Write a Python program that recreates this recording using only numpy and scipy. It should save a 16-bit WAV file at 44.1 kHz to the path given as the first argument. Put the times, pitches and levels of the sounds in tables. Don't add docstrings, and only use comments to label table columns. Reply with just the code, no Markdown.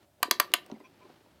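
import sys
import numpy as np
from scipy import signal
from scipy.fft import rfft, irfft
from scipy.io import wavfile

SR = 44100
rng = np.random.default_rng(int(sys.argv[2]) if len(sys.argv) > 2 else 0)


def persist_wave(psi):
    counts = np.round(np.clip(psi, -1, 1) * 32767).astype(np.int16)
    wavfile.write(sys.argv[1], SR, np.atleast_2d(counts).T)


N = 61739

# time_s, level_db
RUSTLE_LOUDNESS = [(0, -68.5), (.03, -61.5), (.07, -75), (.18, -72), (.24, -61), (.5, -58), (.68, -60),
                   (.77, -63.5), (.89, -65), (1.03, -61.5), (1.11, -59.5), (1.22, -64.5), (1.4, -65)]
# pitch_hz, level_db
RUSTLE_TONE = [(88, -48), (150, -7.5), (391, -3), (431, -10), (923, -11.5), (1020, -15), (1120, -14),
               (4410, -22), (6390, -31.5), (16000, -48.5)]
# pitch_hz, level_db
AIR_TONE = [(15, -46), (25, -25.5), (97, -0.5), (123, -5.5), (476, -19.5), (531, -25.5), (575, -2),
            (624, -8.5), (1400, -29), (14800, -29), (16000, -32.5)]
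# start_s, level_db, low_db, middle_db, treble_db
KEY_TICKS = [(0.202, -60, 3.5, -8, -28), (0.5182, -43, -8, 1.5, -12), (0.6626, -51, -4, -3, 2),
             (.6990, -43.5, -1.5, -9, -26), (0.715, -43.5, -4, 0.5, -25), (0.761, -46.5, -7.5, -22, -26),
             (0.801, -43, -9.5, -23, -17), (1.052, -57, -1, -17, -28), (1.094, -56, 2.5, -9.5, -25),
             (1.26, -57, 0, -20, -23.5)]
# from_hz, to_hz
TICK_RANGES = [(300, 1020), (1700, 5800), (6500, 27000)]
# boom_db, clack_db, ring_db, treble_db
PAWL_SNAPS = [(0.229, -1.5, 2.2, 3, -1.5, -11.5, -3.5, -0.5, -5.5),
              (.3110, -2.5, 2, 1, 5.5, 2, -1.5, 2, -0.5), (0.3993, 2.5, 3.0, 0, 4, -5.5, -1, -6.5, -6),
              (0.5379, -2, 2.2, 1, -2, 1, 6, 0.5, -0.5)]
# pitch_hz, level_db
CHATTER_TONE = [(100, -34), (250, -1), (500, -5.5), (1000, 0), (2500, 2.5), (4600, 0), (5400, -1.5),
                (6500, -3), (9000, -5.5), (11000, -1.5), (14500, -1.5), (16000, -12.5), (17000, -23.5)]
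# pitch_hz, level_db, fade_s (time to fade by 60 dB)
CASE_NOTES = [(329, -13, 0.044), (590, -16.5, 0.034), (692, -9, .033), (1006, -1.5, 0.023),
              (1189, 1.5, 0.028), (1541.4, -3, .025), (1830, -9, 0.027)]
# pitch_hz, level_db, fade_s
WORKS_NOTES = [(2202, -1.5, .018), (2430, -9.5, .016), (2690, -5, .016), (3060, -1, .02), (3410, -6, 0.04),
               (3938, -1.5, 0.024), (4415, 3, 0.012), (4743, -0.5, 0.027), (10600, 0, 0.012),
               (13300, 6, .009)]
# start_s, level_db, pitch_ratio
KEY_KNOCKS = [(0.251, -40.5, 1.1), (.281, -35, 1.36), (0.501, -44.5, 1.27), (0.7189, -29.5, 0.946),
              (0.737, -38, 0.922), (0.808, -43.5, 1.35), (1.022, -52.5, 1.5), (1.050, -46.5, 1.47)]
# pitch_hz, level_db, fade_s
KNOCK_NOTES = [(175, -9, 0.04), (239, 1, 0.057), (305, 2.5, 0.027), (410, -4, .04)]
# start_s, length_s, level_db, upper_notes_db, pitch_ratio
SHAFT_SQUEAKS = [(0.743, 0.028, -75.5, 14, .85), (.798, .024, -66.5, 5.5, 0.84), (0.836, 0.04, -58, 2, 1),
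                 (1.008, .034, -57, -8.5, 0.97), (1.038, 0.03, -58.5, -25, 1)]
# pitch_hz, level_db
SQUEAK_NOTES = [(1036, 2), (1550, -13), (2400, -1), (2570, -5.5), (3305, -11.5), (4700, -22.5), (5750, -13)]
# pitch_hz, level_db, fade_s
ROOM_ECHO = [(150, -13.5, .27), (330, -11.5, 0.86), (520, -10, .33), (680, -15, 0.27), (880, -10, 0.12),
             (1170, -18.5, 0.25), (1490, -18.5, .3), (2020, -18.5, 0.25), (2500, -19, 0.26),
             (3500, -16.5, 0.22), (5600, -17.5, 0.15), (8000, -15.5, 0.11), (14000, -26, 0.22)]


def gain(db):
    return 10 ** (np.asarray(db) / 20)


def unit(x):
    return x / np.sqrt(np.mean(x ** 2))


def since(start_s):
    return np.maximum(np.arange(N) / SR - start_s, 0)


def band(x, lo_hz, hi_hz, order=3):
    edges_hz = [lo_hz, min(hi_hz, .47 * SR)]
    return signal.sosfilt(signal.butter(order, edges_hz, 'band', fs=SR, output='sos'), x)


def noise(lo_hz, hi_hz):
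    return unit(band(rng.standard_normal(N), lo_hz, hi_hz))


def colour(x, tone, keep_power=True):
    hz, db = np.array(tone, float).T
    curve = gain(np.interp(np.log(np.fft.rfftfreq(2048, 1 / SR) + 1), np.log(hz), db))
    cepstrum = irfft(np.log(unit(curve) if keep_power else curve))
    cepstrum[1:len(cepstrum) // 2] *= 2
    cepstrum[len(cepstrum) // 2 + 1:] = 0
    return signal.fftconvolve(x, irfft(np.exp(rfft(cepstrum))))[:N]


def ring(notes, start_s, ratio=1, size=8192):
    out, first = np.zeros(N), int(start_s * SR)
    t = since(start_s)[first:first + size]
    for k, (hz, db, fade_s) in enumerate(notes):
        wave = (-1) ** k * np.sin(2 * np.pi * hz * ratio * t)
        out[first:first + size] += gain(db - 60 * t / fade_s) * wave
    return out


def burst(start_s, fall_s, hold_s=0):
    t = since(start_s)
    return (t > 0) * np.exp(-np.maximum(t - hold_s, 0) / fall_s)


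def swell(start_s, length_s):
    return np.sin(np.pi * np.minimum(since(start_s) / length_s, 1))


def background(flutter_db=1.0, hum_hz=103.9):
    rustle = unit(colour(rng.standard_normal(N), RUSTLE_TONE))
    rustle_db = np.interp(since(0), *np.array(RUSTLE_LOUDNESS).T) + flutter_db * noise(14, 78)
    air = gain(-68.5) * unit(colour(rng.standard_normal(N), AIR_TONE))
    hum = gain(-83.5) * noise(hum_hz - 8, hum_hz + 8)
    return gain(rustle_db) * rustle + air + hum


def ticks(wood_fall_s=0.011, metal_fall_s=.0014):
    out = np.zeros(N)
    falls_s = (wood_fall_s, metal_fall_s, metal_fall_s)
    for k, ((lo, hi), fall_s) in enumerate(zip(TICK_RANGES, falls_s)):
        shape = sum(gain(db + parts_db[k]) * burst(at, fall_s) for at, db, *parts_db in KEY_TICKS)
        clicks = shape * rng.choice([-1, 1], N) + 1e-18
        make_up = np.sqrt(SR / 2 / (hi - lo))
        out += band(clicks, lo, hi, order=4) * make_up
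    return out


def ratchet(bounce_hz=2400, slip_s=.0014, case_rise_s=0.0054, low_cut_hz=200):
    out = np.zeros(N)
    for at, db, chatter_ms, case_db, works_db, boom_db, clack_db, ring_db, treble_db in PAWL_SNAPS:
        slip = gain(-29.5) * burst(at - slip_s, fall_s=slip_s)
        drop = gain(6) * burst(at, fall_s=0.00041)
        uneven_hz = bounce_hz * (1 + 0.32 * noise(50, 600))
        pulses = 1 + np.cos(2 * np.pi * np.cumsum(uneven_hz) / SR)
        bounces = burst(at, fall_s=.0018, hold_s=chatter_ms / 1000) * pulses
        contact = (slip + drop + bounces) * rng.choice([-1, 1], N)
        chatter = gain(-17.5) * colour(contact, CHATTER_TONE)
        wood = gain(case_db - 10.5) * ring(CASE_NOTES, at) * (1 - np.exp(-since(at) / case_rise_s))
        metal = gain(works_db - 23) * ring(WORKS_NOTES, at)
        tone = [(380, boom_db), (750, 0), (1200, 0), (1850, clack_db), (4400, ring_db),
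                (11710, treble_db)]
        out += gain(db) * colour(wood + metal + chatter, tone, keep_power=False)
    return signal.sosfilt(signal.butter(3, low_cut_hz, 'high', fs=SR, output='sos'), out)


def knocks(rise_s=0.0027):
    out = np.zeros(N)
    for at, db, ratio in KEY_KNOCKS:
        soft_start = 1 - np.exp(-since(at) / rise_s)
        out += gain(db) * soft_start * ring(KNOCK_NOTES, at, ratio)
    return out


def squeaks(waver=0.027):
    out = np.zeros(N)
    for k, (hz, note_db) in enumerate(SQUEAK_NOTES):
        wavering_hz = hz * (1 + waver * noise(8.3, 290))
        phase = 2 * np.pi * np.cumsum(wavering_hz) / SR
        for at, length_s, db, upper_db, ratio in SHAFT_SQUEAKS:
            level = gain(db + note_db + upper_db * (k > 0))
            out += level * swell(at, length_s) * np.sin(ratio * phase)
    return out


def bump(start_s=1.298, length_s=0.1, pitch_hz=72.4, level_db=-62.5):
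    return gain(level_db) * swell(start_s, length_s) * np.sin(2 * np.pi * pitch_hz * since(start_s))


def room(x, tail_start_s=.005, size=16384):
    t = since(tail_start_s)[:size]
    hz, db, fade_s = np.array(ROOM_ECHO).T
    bins_hz = np.fft.rfftfreq(size, 1 / SR)
    edges_hz = np.geomspace(100, 18000, 16)

    def echoes(lo_hz, hi_hz, shape):
        scatter = irfft(rfft(rng.standard_normal(size)) * ((bins_hz >= lo_hz) & (bins_hz < hi_hz)))
        return unit(scatter * shape) * np.sqrt(2 * (hi_hz - lo_hz) / SR / size)

    response = gain(-13.5) * echoes(290, 5130, burst(0.0058, fall_s=0.016)[:size])
    for lo, hi in zip(edges_hz, edges_hz[1:]):
        log_middle = np.log(lo * hi) / 2
        band_db = np.interp(log_middle, np.log(hz), db)
        band_fade_s = np.interp(log_middle, np.log(hz), fade_s)
        response += gain(band_db) * echoes(lo, hi, (t > 0) * gain(-60 * t / band_fade_s))
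    return x + signal.fftconvolve(x, response)[:N]


def scene():
    clockwork = ticks() + ratchet() + knocks() + squeaks() + bump()
    return (background() + room(clockwork))[None]


def record(dry, top_hz=16500):
    return signal.sosfilt(signal.ellip(8, .2, 80, top_hz, fs=SR, output='sos'), dry)


dry = scene()
out = record(dry)
persist_wave(out)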